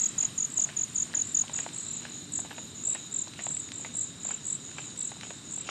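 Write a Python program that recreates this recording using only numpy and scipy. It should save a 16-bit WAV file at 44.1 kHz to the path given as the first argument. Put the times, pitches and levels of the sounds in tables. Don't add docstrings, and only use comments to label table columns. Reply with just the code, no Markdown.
import sys
import numpy as np
from scipy import signal
from scipy.fft import rfft, irfft
from scipy.io import wavfile

SR = 44100
rng = np.random.default_rng(int(sys.argv[2]) if len(sys.argv) > 2 else 0)


def materialize(psi):
    bounded = np.clip(np.atleast_2d(psi).T, -1, 1)
    quanta = np.round(bounded * 32767).astype(np.int16)
    wavfile.write(sys.argv[1], SR, quanta)


N = 251358
T = np.arange(N) / SR

# t/s, relative slap level/dB, trapped air f/Hz, relative scuff level/dB
FOOTFALLS = [(.232, -38, 1900, -49.5), (.69, -31, 1630, -50), (1.139, -28.5, 1620, -50),
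             (1.589, -26, 1650, -45), (2.052, -28.5, 1570, -46), (2.509, -30, 1580, -49.5),
             (2.951, -31.5, 1740, -47.5), (3.392, -28, 1910, -47.5), (3.848, -27.5, 2000, -50.5),
             (4.308, -31, 1580, -47), (4.784, -25.5, 2250, -45), (5.233, -32.5, 1580, -48.5),
             (5.69, -21, 1230, -41)]


def from_db(db):
    return 10 ** (np.asarray(db) / 20)


def rms_one(x):
    return x / np.sqrt(np.mean(x ** 2) + 1e-20)


def automation(rows):
    times, *columns = np.transpose(rows)
    return [np.interp(T, times, column) for column in columns]


def add(out, s, sound):
    at = int(round(s * SR))
    first, last = max(at, 0), min(at + len(sound), N)
    if last > first:
        out[first:last] += sound[first - at:last - at]


def band(x, low_hz, high_hz, order=2):
    return signal.sosfilt(signal.butter(order, [low_hz, high_hz], "band", fs=SR, output="sos"), x)


def drift(rate):
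    knots = rng.standard_normal(4000)
    return np.interp(T * rate, np.arange(len(knots)), knots)


def shaped_noise(spectrum):
    hz, db = np.transpose(spectrum)
    bin_hz = np.maximum(np.arange(N // 2 + 1) * SR / N, 1)
    eq = from_db(np.interp(np.log(bin_hz), np.log(hz), db))
    return rms_one(irfft(rfft(rng.standard_normal(N)) * eq, N))


def wing_stroke(hz, length, fall_hz, width_hz):
    u = np.linspace(-1, 1, int(length * SR))
    teeth = np.interp(u, np.linspace(-1, 1, 8), rng.standard_normal(8))
    pitch = hz - fall_hz * u / 2 + 30 * teeth
    phase = 2 * np.pi * (np.cumsum(pitch) / SR + rng.random())
    pressure = np.maximum(np.cos(u * np.pi / 2), 0) ** .75 * (1 + .13 * teeth)
    resonance = 1 / np.hypot(1, 2 * (pitch - hz) / width_hz)
    return 0.98 * pressure * (resonance * np.sin(phase) + from_db(-61) * np.sin(2 * phase))


def echoes(x, t60):
    t = T[:SR // 2]
    tail = rng.standard_normal(len(t)) * from_db(-60 * t / t60) * (1 - np.exp(-t / 0.009))
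    return signal.fftconvolve(x, tail / np.sqrt(np.sum(tail ** 2)))[:N]


def high_crickets(slowing=0.36, crest=0.64):
    # t/s, length/s, stroke count, f/Hz, relative level/dB
    chirps = [(-.008, 0.1, 5, 7380, -32.5), (0.504, 0.12, 6, 7520, -36), (0.932, 0.1, 5, 7320, -38.5),
              (1.238, 0.083, 5, 7380, -37.5), (1.539, .094, 5, 7500, -35.5), (1.734, .099, 6, 7640, -36),
              (1.85, 0.12, 6, 7420, -34.5), (2.324, 0.081, 5, 7570, -30.5), (2.839, 0.09, 5, 7460, -27.5),
              (2.869, 0.08, 4, 7670, -32), (3.128, 0.093, 5, 7370, -28), (3.423, 0.094, 5, 7390, -32),
              (3.492, 0.11, 6, 7650, -32), (3.723, 0.088, 5, 7430, -38.5), (3.942, .093, 6, 7570, -31.5),
              (3.978, 0.066, 4, 7300, -33), (4.235, 0.11, 6, 7310, -31), (4.455, 0.1, 6, 7600, -30),
              (4.75, .108, 6, 7400, -43), (4.978, 0.1, 6, 7560, -31.5), (5.229, 0.13, 6, 7490, -58),
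              (5.511, .101, 6, 7540, -34.5)]
    direct, scattered = np.zeros(N), np.zeros(N)
    for start, chirp_s, strokes, hz, db in chirps:
        for u in np.linspace(0, 1, strokes):
            s = start + chirp_s * (u - slowing * u * (1 - u))
            length = .009 + 0.0071 * np.sqrt(u)
            swell = from_db(-17 * (u - crest) ** 2)
            note = swell * wing_stroke(hz, length, fall_hz=1210, width_hz=855)
            add(direct, s - length / 2, from_db(db + 6.5) * note)
            add(scattered, s - length / 2, from_db(-36 + 0.12 * (db + 21)) * note)
    return direct + echoes(scattered, t60=0.25)


def low_cricket(hz=6858, stroke_s=.0155, stroke_gap_s=.0218, chirp_gap_s=.2065):
    # t/s, relative level/dB
    near_chirps = [(-.003, -20.5), (.187, -22), (.384, -23), (0.578, -20.5), (.772, -23.5), (.961, -23),
                   (1.153, -22), (1.351, -19.5), (1.540, -29), (1.742, -43), (1.931, -38.5), (2.121, -40),
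                   (2.338, -35), (2.552, -49), (2.758, -40.5)]
    far_chirps = [(s, -54) for s in np.arange(near_chirps[-1][0], N / SR, chirp_gap_s)[1:]]
    direct, scattered = np.zeros(N), np.zeros(N)
    for start, db in near_chirps + far_chirps:
        for s in start + stroke_gap_s * np.arange(4):
            note = wing_stroke(hz, stroke_s, fall_hz=930, width_hz=670)
            add(direct, s - stroke_s / 2, from_db(db + 2.5) * note)
            add(scattered, s - stroke_s / 2, from_db(-36) * note)
    return direct + echoes(scattered, t60=0.26)


def ground_bounce(x, lag_s=.0028, swing_s=0.000596):
    lag = lag_s + swing_s * drift(2)
    return x + 0.24 * np.interp(T - lag, T, x)


def swarm(hz, width_hz, flutter_db, flutter_rate, order=2):
    voices = band(rng.standard_normal(N), hz - width_hz / 2, hz + width_hz / 2, order)
    return rms_one(voices * from_db(flutter_db * drift(flutter_rate)))


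def trillers(wander_hz=15):
    # t/s, level/dB
    bed_levels = [(0, -58), (.5, -58), (1.1, -58), (1.7, -54), (3, -54.5), (5.7, -55)]
    # start/s, end/s, f/Hz, relative level/dB
    soloists = [(0, .4, 3910, -53.5), (1.544, 2.452, 4150, -55.5), (1.8, 2.2, 4000, -55),
                (2.847, 3.162, 3800, -50.5), (3.107, 3.502, 4010, -54)]
    bed_db, = automation(bed_levels)
    out = from_db(bed_db) * swarm(3834, 515, flutter_db=1.14, flutter_rate=46, order=5)
    for start, end, hz, db in soloists:
        u = np.clip((T - start) / (end - start), 0, 1)
        swell = np.sqrt(4 * u * (1 - u))
        phase = 2 * np.pi * np.cumsum(hz + wander_hz * drift(70)) / SR
        voice = rms_one(np.sin(phase) * from_db(0.93 * drift(110)))
        out += from_db(db - 4.5) * swell * voice
    return out


def far_insects():
    # t/s, lower rasp level/dB, higher rasp level/dB
    rasp_levels = [(0, -62.5, -70.5), (1.5, -58.5, -75), (1.9, -67, -75), (2.6, -70, -71),
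                   (3.6, -67.5, -79), (5.7, -64.5, -82)]
    lower_db, higher_db = automation(rasp_levels)
    crickets = from_db(-52.5) * swarm(7125, 490, flutter_db=5, flutter_rate=140, order=3)
    lower = from_db(lower_db) * swarm(8785, 500, flutter_db=7.5, flutter_rate=160, order=3)
    higher = from_db(higher_db) * swarm(11550, 800, flutter_db=4.5, flutter_rate=50)
    return crickets + lower + higher


def engines(waver_db=3, drone_db=-50):
    # t/s, fundamental f/Hz, level/dB
    hum_curve = [(0, 48.9, -61.5), (1.2, 47.65, -61.5), (2.4, 48.6, -56), (3.1, 49.8, -65),
                 (3.75, 47.68, -58.5), (4.3, 44.1, -59.5), (4.8, 44, -70.5), (5.7, 47.05, -60)]
    # multiple of the fundamental, relative level/dB
    harmonics = [(2, -4.5), (3, -8), (4, -5), (5, 0.5), (6, 0)]
    # f/Hz, relative level/dB
    drone_spectrum = [(25, -32), (48, -31), (70, -8), (100, -1.5), (150, 1.5), (210, -0.5), (285, -2.5),
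                      (350, -6), (500, -13.5), (800, -20), (1500, -48)]
    hz, hum_db = automation(hum_curve)
    phase = 2 * np.pi * np.cumsum(hz * (1 + 0.0047 * drift(14))) / SR
    hum = sum(from_db(hum_db + db + waver_db * drift(4)) * np.sin(k * phase) for k, db in harmonics)
    return hum + from_db(drone_db) * shaped_noise(drone_spectrum)


def tyres(reflection_fade_s=0.72):
    # t/s, level/dB
    hiss_levels = [(0, -47.5), (.5, -50), (1.7, -49.5), (2.3, -52.5), (5.7, -52)]
    # f/Hz, relative level/dB
    hiss_spectrum = [(300, -4.5), (600, -7.5), (1000, 1.5), (1700, 1), (2300, -1), (3000, 2), (4800, -1),
                     (6200, -2), (8500, 4), (10000, -18), (11600, -23), (13000, -28), (15300, -35)]
    hiss_db, = automation(hiss_levels)
    hiss = shaped_noise(hiss_spectrum)
    delay_s = 0.001473 + 0.00044 * T
    reflection = .3 * np.exp(-T / reflection_fade_s) * np.interp(T - delay_s, T, hiss)
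    return from_db(hiss_db) * (hiss + reflection)


def scuffs(attack_s=0.016, release_s=0.036, drag_lag_s=0.012, drag_s=.12):
    pressure = np.zeros(N)
    for s, _, _, db in FOOTFALLS:
        scuff = np.exp(-np.maximum((s - T) / attack_s, (T - s) / release_s))
        drag = from_db(-8.5) * np.exp(-((T - s - drag_lag_s) / drag_s) ** 2)
        pressure += from_db(db - 4.5) * (scuff + drag)
    grains = rng.standard_normal(N) * from_db(4.9 * drift(600))
    rub = band(grains, 2120, 3270, order=3)
    spray = from_db(-8) * band(grains, 490, 6600, order=5)
    return pressure * rms_one(rub + spray)


def crunch(peak_grains_per_s=130, spread_s=.085, ring_cycles=7, pitches=9):
    weight = sum(np.exp(-((T - s) / spread_s) ** 2) for s, *_ in FOOTFALLS)
    crushed = rng.random(N) < peak_grains_per_s * weight / SR
    sizes = from_db(-46.5 + 3.5 * np.minimum(rng.exponential(1, N), 3))
    clicks = crushed * sizes * rng.choice([-1, 1], N)
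    pitch_index = rng.integers(0, pitches, N)
    t, out = T[:SR // 50], np.zeros(N)
    for k, hz in enumerate(np.geomspace(650, 3000, pitches)):
        ring = np.sin(2 * np.pi * hz * t) * from_db(-60 * t * hz / ring_cycles)
        out += signal.oaconvolve(clicks * (pitch_index == k), ring)[:N]
    return out


def contact(t60, crack):
    t = T[:SR // 6]
    noise = rng.standard_normal(len(t))
    grain_db = 6 * np.interp(t * 900, np.arange(200), rng.standard_normal(200))
    burst = rms_one(noise * from_db(grain_db)) * from_db(-60 * t / t60)
    burst[0] += crack
    return burst


def sandal(hz, t60, crack, width_hz=480):
    blow = contact(t60, crack)
    air = band(blow, hz - width_hz / 2, hz + width_hz / 2)
    splash = from_db(-4.5 + 4 * np.log(hz / 1600)) * band(blow, 410, 2640)
    hit = band(air + splash, 220, 6100)
    return hit / np.abs(hit).max()


def footsteps(heel_hz=812, thud_db=-40):
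    # t/s, relative level/dB
    pats = [(.177, -42), (.586, -38), (1.437, -36), (1.496, -32), (1.664, -26.5), (2.391, -33),
            (2.449, -35.5), (2.582, -30), (3.273, -36.5), (3.467, -24.5), (4.252, -37), (4.291, -34),
            (5.118, -32.5), (5.306, -27)]
    out = np.zeros(N)
    for s, db, hz, _ in FOOTFALLS:
        add(out, s, from_db(db + 0.6) * sandal(hz, t60=0.052, crack=8.2))
        add(out, s, from_db(thud_db) * sandal(heel_hz, t60=0.067, crack=7.4))
    for s, db in pats:
        ring_s = 0.027 * 2 ** ((-26.5 - db) / 13)
        add(out, s, from_db(db + 0.7) * sandal(heel_hz, ring_s, crack=9.8))
    return out


def grit():
    # t/s, relative level/dB, f/Hz
    snaps = [(0.61, -29, 5000), (1.133, -31, 5000), (1.4806, -29, 3030), (1.69, -31, 2520),
             (3.2798, -33, 5500), (3.336, -31.5, 2760), (3.568, -32.5, 2160), (3.689, -34, 2720),
             (3.7187, -24, 2773), (4.282, -37, 3500), (4.714, -35, 2530), (4.906, -36, 5500),
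             (4.9626, -35, 4520), (5.0164, -32, 4500), (5.2105, -29.5, 3600)]
    out = np.zeros(N)
    for s, db, hz in snaps:
        stone = band(contact(t60=0.012, crack=6.8), hz / 1.63, hz * 1.43, order=1)
        tick = band(stone, 260, 7900, order=4)
        add(out, s + 0.00044, from_db(db + 2) * tick / np.abs(tick).max())
    return out


def scene():
    insects = ground_bounce(low_cricket() + high_crickets()) + trillers() + far_insects()
    walker = footsteps() + grit() + scuffs() + crunch()
    walker_tail = from_db(-14) * echoes(walker, t60=0.33)
    return (insects + walker + walker_tail + engines() + tyres())[None]


def record(dry, cutoff_hz=15400):
    return signal.sosfilt(signal.ellip(10, .1, 70, cutoff_hz, fs=SR, output="sos"), dry)


dry = scene()
out = record(dry)
materialize(out)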